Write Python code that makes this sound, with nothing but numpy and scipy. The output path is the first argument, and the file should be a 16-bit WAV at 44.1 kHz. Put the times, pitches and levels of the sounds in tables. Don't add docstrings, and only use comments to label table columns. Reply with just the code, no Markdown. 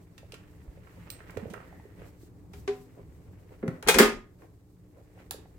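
import sys
import numpy as np
from scipy import signal
from scipy.fft import rfft, irfft, next_fast_len
from scipy.io import wavfile

SR = 44100
rng = np.random.default_rng(int(sys.argv[2]) if len(sys.argv) > 2 else 0)


def master(y):
    cut = np.clip(np.atleast_2d(y).T, -1, 1)
    pcm = np.round(cut * 32767)
    wavfile.write(sys.argv[1], SR, pcm.astype(np.int16))


N = 246078
TIME_S, RING_S = np.arange(N) / SR, np.arange(16384) / SR

# start_s, level_db, contact_hz, crowd_db (share of close modes), left_db (over right)
CAN_HITS = [(3.6285, -30, 280, -3, -0.5), (3.659, -35.5, 260, -12, 2), (3.680, -36.5, 280, -3, -1),
            (3.864, -35, 280, -4.5, -0.5), (3.951, -26, 445, -4, -1.5), (3.964, -25.5, 348, -5, -1.5),
            (3.9848, -13, 17000, 5, 1), (3.9992, -16, 2200, -3, -2.5), (4.026, -20.5, 4020, 5, 0),
            (4.044, -28, 1700, 3, -1), (4.101, -44.5, 2500, 1.5, -1)]
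LATCH_HITS = [(3.826, -45, 1500, 5, .5), (3.864, -40.5, 1500, 6.5, 1.06), (3.8738, -29.5, 11000, 6, 4),
              (3.8845, -14.5, 15000, 1, 1.08), (3.891, -28.5, 2500, -9.5, 1), (3.942, -24.5, 9000, 4, 5.1)]
WALL_HITS = [(2.537, -52, 2000, 8.5, -0.61), (2.6765, -29.5, 5000, 2, 1.47), (2.6865, -30, 650, 0, 1.66),
             (2.98, -53.5, 400, 12, -0.13)]
# pitch_hz, relative_db, t60_s
CAN_MODES = [
    [169, 221, 253, 297, 373, 416, 460, 523, 657, 845, 894, 1093, 1233, 1394, 1680, 1762, 2040, 2126, 2385,
     2589, 2751, 3822, 4533],
    [-10, -4, -6, -10, 1.1, 2, -6, 1, -14, -12, -12, -8, -8, -0.5, -2.5, -1, 2.7, -1.5, -3.5, -14, -11.5,
     -8.5, -7],
    [0.2149, 0.2687, 0.375, 0.3456, 0.18, 0.2514, 0.2331, 0.24, 0.41, 0.163, 0.047, 0.1672, 0.3, 0.11,
     0.1922, 0.2238, 0.217, 0.1614, 0.2169, 0.3265, 0.182, 0.0913, 0.2457],
]
LATCH_MODES = [
    [170, 405, 461, 523, 690, 858, 1324, 1577, 2175, 2320, 2449, 3171, 3408, 3779, 5943, 6440, 8306],
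    [-19, 0, 3.2, -7.5, -11, -3.5, -12, -3, -4, -4, -1, -5, -5, -9, -14, -10.5, -7],
    [0.57, 0.13, 0.086, 0.3542, 0.27, 0.2426, 0.23, 0.1848, 0.19, 0.0031, 0.1985, 0.1068, 0.1726, 0.2833,
     0.1744, 0.1648, 0.1339],
]
WALL_MODES = [
    [258, 404, 418, 748, 1012, 1217, 1400, 1523],
    [-14, 7, -14, -13, -17, -32, -13, -3.5],
    [0.66, 0.1884, 0.04, 0.3245, 0.3741, 0.65, 0.0029, 0.0283],
]
COLLAR_MODES = [
    [3467, 8156, 12580, 14780],
    [-18, -1, -20, 1],
    [.15, .18, .16, .11],
]
# start_s, level_db, left_db
COLLAR_PINGS = [(1.1015, -49, -6.5)]
# start_s, level_db, bright_hz, decay_s
CLICKS = [(.179, -50.5, 4200, .008), (.3215, -45, 3300, .0032), (.341, -46.5, 3300, .006),
          (1.1028, -39.5, 8000, .0017), (1.3059, -58, 14000, .0055), (1.3716, -51, 8000, .004),
          (1.5008, -55, 7000, .015), (1.5364, -53.5, 9000, .004), (2.534, -54.5, 6500, .0144),
          (3.679, -50, 9000, .004), (3.826, -45, 7500, .004), (5.3092, -31.5, 16000, .0021)]
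# start_s, level_db
DULL_TICKS = [(.8718, -53), (1.2042, -49), (1.2955, -46), (1.3701, -42.5), (1.540, -41.5), (1.577, -52),
              (1.603, -50), (2.018, -54), (2.535, -56), (3.628, -47), (3.6789, -38), (3.826, -45),
              (3.9422, -26), (4.42, -56), (5.3105, -42)]
# start_s, envelope_peak_db, pitch_hz
MASK_FLOPS = [(.231, -45.5, 576), (.335, -40, 465), (.774, -45, 514), (1.364, -35, 282),
              (1.373, -25.5, 480), (1.427, -34, 220), (1.456, -33, 480), (1.504, -39, 206),
              (1.530, -41, 380), (1.568, -42, 449), (1.603, -44, 480), (1.727, -44, 747),
              (1.798, -47.5, 850), (1.853, -42, 384), (2.018, -40, 493), (2.232, -43, 317),
              (5.176, -48, 752), (5.3107, -35, 800), (5.3445, -36.5, 480), (5.385, -47, 381),
              (5.457, -49, 750)]
SOFT_BUMPS = [(.234, -45, 80), (.676, -38.5, 55), (1.372, -33, 98), (1.463, -38, 125), (3.285, -40.5, 85),
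              (3.6825, -22, 150), (3.849, -38, 51), (3.946, -31, 54), (4.03, -38, 36), (4.15, -43, 32)]
PLATE_BOOMS = [(3.9995, -7.5, 390), (4.002, -14, 228)]
# time_s, flex_db (rubber), rub_db (glove)
MASK_AWAY = [(0.0, -76, -75), (0.16, -69, -74), (0.32, -68, -71), (0.69, -70, -71), (0.98, -65, -63),
             (1.3, -64, -62), (1.45, -59, -62), (2.35, -73, -77), (2.45, -74, -77)]
CAN_GRIP = [(2.6, -73, -75), (2.714, -67, -69), (3.044, -70, -73), (3.474, -70, -72), (3.6, -67, -70)]
MASK_BACK = [(4.4, -72, -79), (4.712, -76, -81), (4.932, -76, -81), (5.112, -69, -74), (5.244, -67, -71),
             (5.58, -71, -76)]
# middle_s, flex_db, rub_db, half_length_s
SCUFFS = [(.01, -61, -68, .03), (1.44, -50, -66, .07), (1.55, -55, -62, .04), (2.03, -59, -62, .06),
          (2.985, -58, -70, .03), (3.53, -57, -67, .03), (3.745, -55, -65, .05), (4.43, -58, -67, .035),
          (4.98, -60, -73, .05), (5.22, -60, -66, .06)]
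# middle_s, relative_db, half_length_s
GLOVE_SWIPES = [(2.076, -64.5, .03), (2.235, -66, .042), (2.586, -63, .045), (2.76, -67, .12)]
# time_s, relative_db
SLEEVE_SLIDE = [(1.58, -88.5), (1.68, -67.5), (1.78, -62), (1.88, -71), (1.97, -74.5), (2.05, -89.5)]
# time_s, left_db
HAND_PATH = [(0, -3), (1.1, -7.5), (1.5, -8.5), (2.5, 0), (4.4, 1), (5.3, -3)]
# frequency_hz, relative_db (per Hz)
SHELL_SPECTRUM = [(100, -25), (280, 4.5), (450, -1), (800, -1), (1400, 0), (2200, 0), (3000, -4),
                  (5000, -7), (8000, -7), (12000, -9), (16000, -8.5)]
CLICK_SPECTRUM = [(300, -3), (800, 2.5), (1500, 3), (2700, 6.5), (4500, 2.5), (7500, 2.5), (16000, 1.5)]
FLEX_SPECTRUM = [(120, -18.5), (280, -1.5), (520, 3), (800, -7.5), (1500, -21), (4000, -52)]
RUB_SPECTRUM = [(400, -15), (900, 0.5), (1400, 0.5), (1950, 2.5), (2800, -4), (3600, -12.5), (6000, -22.5),
                (12000, -34.5)]
SWISH_SPECTRUM = [(1500, -12.5), (4000, 1), (6000, 0.5), (8200, 3), (10000, -3), (13000, 1.5), (16000, -2)]
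SLIDE_SPECTRUM = [(900, -34.5), (1600, -14), (1850, 2.5), (1980, -1.5), (2250, -18), (4000, -34.5)]
RUMBLE_SPECTRUM = [(12, -48.5), (20, -14), (70, -0.5), (91, 0), (131, -7), (185, -3.5), (206, -17),
                   (295, -9.5), (387, -20.5), (416, -12.5), (507, -25), (1160, -32.5), (1500, -47.5),
                   (1950, -76.5), (3300, -120)]
# pitch_hz, relative_db
HUM_TONES = [(104, -59.5), (120, -61), (179, -64.5), (300, -64), (364, -70.5), (424, -72.5)]
# frequency_hz, t60_s
SHELL_T60 = [(200, 0.31), (2000, .26), (6000, 0.264), (15000, .19)]
ROOM_T60 = [(100, 0.38), (500, 0.36), (2000, 0.4), (7000, 0.26), (15000, 0.13)]
# frequency_hz, correlation
MIC_LIKENESS = [(50, 0.901), (200, 0.834), (400, .8), (700, 0.34), (1500, 0.14), (4000, 0.017),
                (16000, 0.014)]


def steel(hits, modes, shell_db, lowest_hz, crack_db, crack_s, rise_s, peaky_db):
    out = np.zeros((2, N))
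    hz = np.arange(100, 16000, 18)
    peaks_db = peaky_db * rng.uniform(-1, 1, len(hz))
    shell = np.transpose([hz, read(SHELL_SPECTRUM, hz) + peaks_db])
    main = at_level(ring(modes) * (1 - np.exp(-RING_S / rise_s)), 0, samples=880)
    for start_s, db, contact_hz, crowd_db, left_db in hits:
        crowd = cut(dying_noise(shell, SHELL_T60), lowest_hz, "high")
        crowd = at_level(crowd, shell_db + crowd_db, samples=880)
        crack = amp(crack_db) * np.exp(-RING_S / crack_s)
        crowd *= (1 + crack) * (1 - np.exp(-RING_S / .0007))
        blow = cut(main + crowd, contact_hz, "low")
        add(out, start_s, at_level(blow, db, samples=880), left_db)
    return out


def thumps():
    return damped(PLATE_BOOMS, cycles=1.12, lean=0) + damped(SOFT_BUMPS, cycles=.62, lean=.55)


def fitting_clicks():
    out, t = np.zeros((2, N)), RING_S[:2048]
    for start_s, db, bright_hz, decay_s in CLICKS:
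        click = colour(rng.standard_normal((2, len(t))), CLICK_SPECTRUM) * np.exp(-t / decay_s)
        click = cut(click, .26 * bright_hz, "high")
        click = cut(click, bright_hz, "low", order=1)
        add(out, start_s, at_level(click, db, samples=220), hand_left_db(start_s))
    return out


def dull_ticks(low_hz=600, high_hz=2200, decay_s=.0035):
    out, t = np.zeros((2, N)), RING_S[:2048]
    stray_s, scatter_db, _ = strays(count=40)
    _, rub_db = effort(stray_s)
    for start_s, db in [*DULL_TICKS, *zip(stray_s, rub_db + 2 + scatter_db)]:
        tick = colour(rng.standard_normal((2, len(t))), [(500, 6), (16000, -3.5)]) * np.exp(-t / decay_s)
        tick = cut(tick, low_hz, "high", order=3)
        tick = cut(tick, high_hz, "low", order=5)
        add(out, start_s, at_level(tick, db, samples=220), hand_left_db(start_s))
    return out


def collar_ping():
    out = np.zeros((2, N))
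    for start_s, db, left_db in COLLAR_PINGS:
        add(out, start_s, at_level(ring(COLLAR_MODES), db, samples=880), left_db)
    return out


def rubber_flops(stray_low_hz=320, stray_high_hz=800):
    stray_s, scatter_db, share = strays(count=45)
    flex_db, _ = effort(stray_s)
    pitch_hz = stray_low_hz * (stray_high_hz / stray_low_hz) ** share
    faint = zip(stray_s, flex_db + 7 + scatter_db, pitch_hz)
    return damped([*MASK_FLOPS, *faint], cycles=.85, lean=.95)


def handling(lean=.3):
    flex_db, rub_db = effort(TIME_S)
    swish_db = -73.8 + .38 * (rub_db + 70)
    for middle_s, db, half_s in GLOVE_SWIPES:
        swish_db = np.maximum(swish_db, stroke_db(TIME_S, middle_s, db, half_s))
    slide_db = np.interp(TIME_S, *np.transpose(SLEEVE_SLIDE), left=-120, right=-120)
    flex = friction(flex_db + 2, FLEX_SPECTRUM, slips_per_s=200, slip_share=.8, uneven_db=2.2)
    rub = friction(rub_db + .6, RUB_SPECTRUM, slips_per_s=300, slip_share=.8, uneven_db=1.7249)
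    swish = friction(swish_db + 2, SWISH_SPECTRUM, slips_per_s=520, slip_share=.3, uneven_db=1.04)
    slide = friction(slide_db + .5, SLIDE_SPECTRUM, slips_per_s=600, slip_share=.3, uneven_db=1.5)
    balance = amp(lean * hand_left_db(TIME_S) * np.array([[.5], [-.5]]))
    return (flex + rub + swish + slide) * balance


def friction(level_db, spectrum, slips_per_s, slip_share, uneven_db):
    slips = rng.uniform(-1, 1, (2, N)) * (rng.random(N) < slips_per_s / SR)
    drive = rng.standard_normal((2, N)) + slip_share * unit(slips)
    return colour(drive, spectrum) * amp(level_db + uneven_db * wander(25))


def effort(s, rest_db_per_s=25):
    levels = [[stroke_db(s, middle_s, flex_db, half_s), stroke_db(s, middle_s, rub_db, half_s)]
              for middle_s, flex_db, rub_db, half_s in SCUFFS]
    for movement in (MASK_AWAY, CAN_GRIP, MASK_BACK):
        at_s, flex_db, rub_db = np.transpose(movement)
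        rest_db = rest_db_per_s * abs(s - np.clip(s, at_s[0], at_s[-1]))
        levels.append([np.interp(s, at_s, flex_db) - rest_db, np.interp(s, at_s, rub_db) - rest_db])
    return np.max(levels, 0)


def room_tail(x, build_s=.0023):
    tail = dying_noise([(100, -3.5), (1000, -.5), (5000, -4.5), (16000, 1)], ROOM_T60)
    tail *= 1 - np.exp(-(RING_S / build_s) ** 2)
    blended = .7 * x + .3 * x[::-1]
    return signal.fftconvolve(blended, tail / np.linalg.norm(tail[0]), axes=1)[:, :N]


def room_tone(waver_rad=.24):
    rumble = colour(rng.standard_normal((2, N)), RUMBLE_SPECTRUM) * amp(-52 + 1.5 * wander(5))
    rumble *= amp(np.interp(TIME_S, [0, 1.5, 3.5, 4.6, 5.58], [-2.5, 0, -.5, -6, -2.5]))
    hum = sum(amp(db) * np.sin(2 * np.pi * hz * TIME_S + waver_rad * wander(4)) for hz, db in HUM_TONES)
    return rumble + amp(-1) * hum


def ring(modes, apart_hz=2200):
    hz, db, t60_s = np.array(modes)[:, :, None]
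    skew = rng.choice([-1, 1], hz.shape) * np.pi / 4 * np.minimum(hz / apart_hz, 1)
    polarity = np.pi * np.arange(len(hz))[:, None]
    phase = 2 * np.pi * hz * RING_S + polarity
    fade = amp(db) * np.exp(-np.log(1000) * RING_S / t60_s)
    return np.array([(fade * np.sin(phase + side * skew)).sum(0) for side in (1, -1)])


def damped(events, cycles, lean):
    out = np.zeros((2, N))
    for start_s, db, hz in events:
        age = RING_S * hz / cycles
        envelope = amp(db) * age * np.exp(1 - age)
        add(out, start_s, envelope * np.sin(2 * np.pi * hz * RING_S), lean * hand_left_db(start_s))
    return out


def dying_noise(spectrum, t60_table):
    noise = colour(rng.standard_normal((2, len(RING_S))), spectrum)
    hz, t, bands = signal.stft(noise, SR, nperseg=256)
    fade = np.exp(-np.log(1000) * t / read(t60_table, hz)[:, None])
    return signal.istft(bands * fade, SR, nperseg=256)[1][:, :len(RING_S)]


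def colour(x, spectrum):
    size = next_fast_len(x.shape[1])
    first, second = rfft(x, size)
    hz = np.fft.rfftfreq(size, 1 / SR)
    likeness = read(MIC_LIKENESS, hz)
    mid, side = first * np.sqrt(1 + likeness), second * np.sqrt(1 - likeness)
    shaped = np.array([mid + side, mid - side]) * amp(read(spectrum, hz))
    return unit(irfft(shaped, size)[:, :x.shape[1]])


def hand_left_db(s):
    return np.interp(s, *np.transpose(HAND_PATH))


def stroke_db(s, middle_s, db, half_s):
    return db - 6 * ((s - middle_s) / half_s) ** 2


def strays(count, spread_db=2.5):
    offset, size, share = rng.random((count, 3)).T
    start_s = (np.arange(count) + offset) / count * N / SR
    return start_s, spread_db * (2 * size - 1), share


def wander(rate_hz):
    position = np.arange(N) * rate_hz * 2 / SR
    return unit(np.interp(position, np.arange(1024), rng.standard_normal(1024)))


def add(mix, start_s, sound, left_db):
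    sound = sound * amp([[left_db / 2], [-left_db / 2]])
    part = mix[:, round(start_s * SR):][:, :sound.shape[1]]
    part += sound[:, :part.shape[1]]


def at_level(x, db, samples):
    return x * amp(db) / np.sqrt(np.mean(x[..., :samples] ** 2) + 1e-30)


def cut(x, hz, kind, order=2):
    return signal.sosfilt(signal.butter(order, hz, kind, fs=SR, output="sos"), x)


def read(table, hz):
    table_hz, value = np.transpose(table)
    return np.interp(np.log(hz + 1), np.log(table_hz + 1), value)


def amp(db):
    return 10 ** (np.asarray(db) / 20)


def unit(x):
    return x / np.sqrt(np.mean(x ** 2) + 1e-30)


def scene():
    can = steel(CAN_HITS, CAN_MODES, shell_db=0, lowest_hz=170,
                crack_db=-6, crack_s=.004, rise_s=.0018, peaky_db=5.5)
    latch = steel(LATCH_HITS, LATCH_MODES, shell_db=-.5, lowest_hz=500,
                  crack_db=2, crack_s=.0059, rise_s=.003, peaky_db=6)
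    wall = steel(WALL_HITS, WALL_MODES, shell_db=-12, lowest_hz=280,
                 crack_db=6, crack_s=.0045, rise_s=.00393, peaky_db=4.5)
    metal = can + latch + wall
    ticks = fitting_clicks() + dull_ticks() + collar_ping()
    thuds = thumps() + rubber_flops()
    into_room = amp(-17) * metal + amp(-2.5) * ticks + amp(-8) * thuds
    return metal + ticks + thuds + handling() + room_tone() + room_tail(into_room)


def record(dry):
    rounded = dry / (1 + dry ** 6) ** (1 / 6)
    band_limit = signal.firwin(255, 16300, window=("kaiser", 8), fs=SR)
    return signal.oaconvolve(rounded, band_limit[None], "same")


dry = scene()
out = record(dry)
master(out)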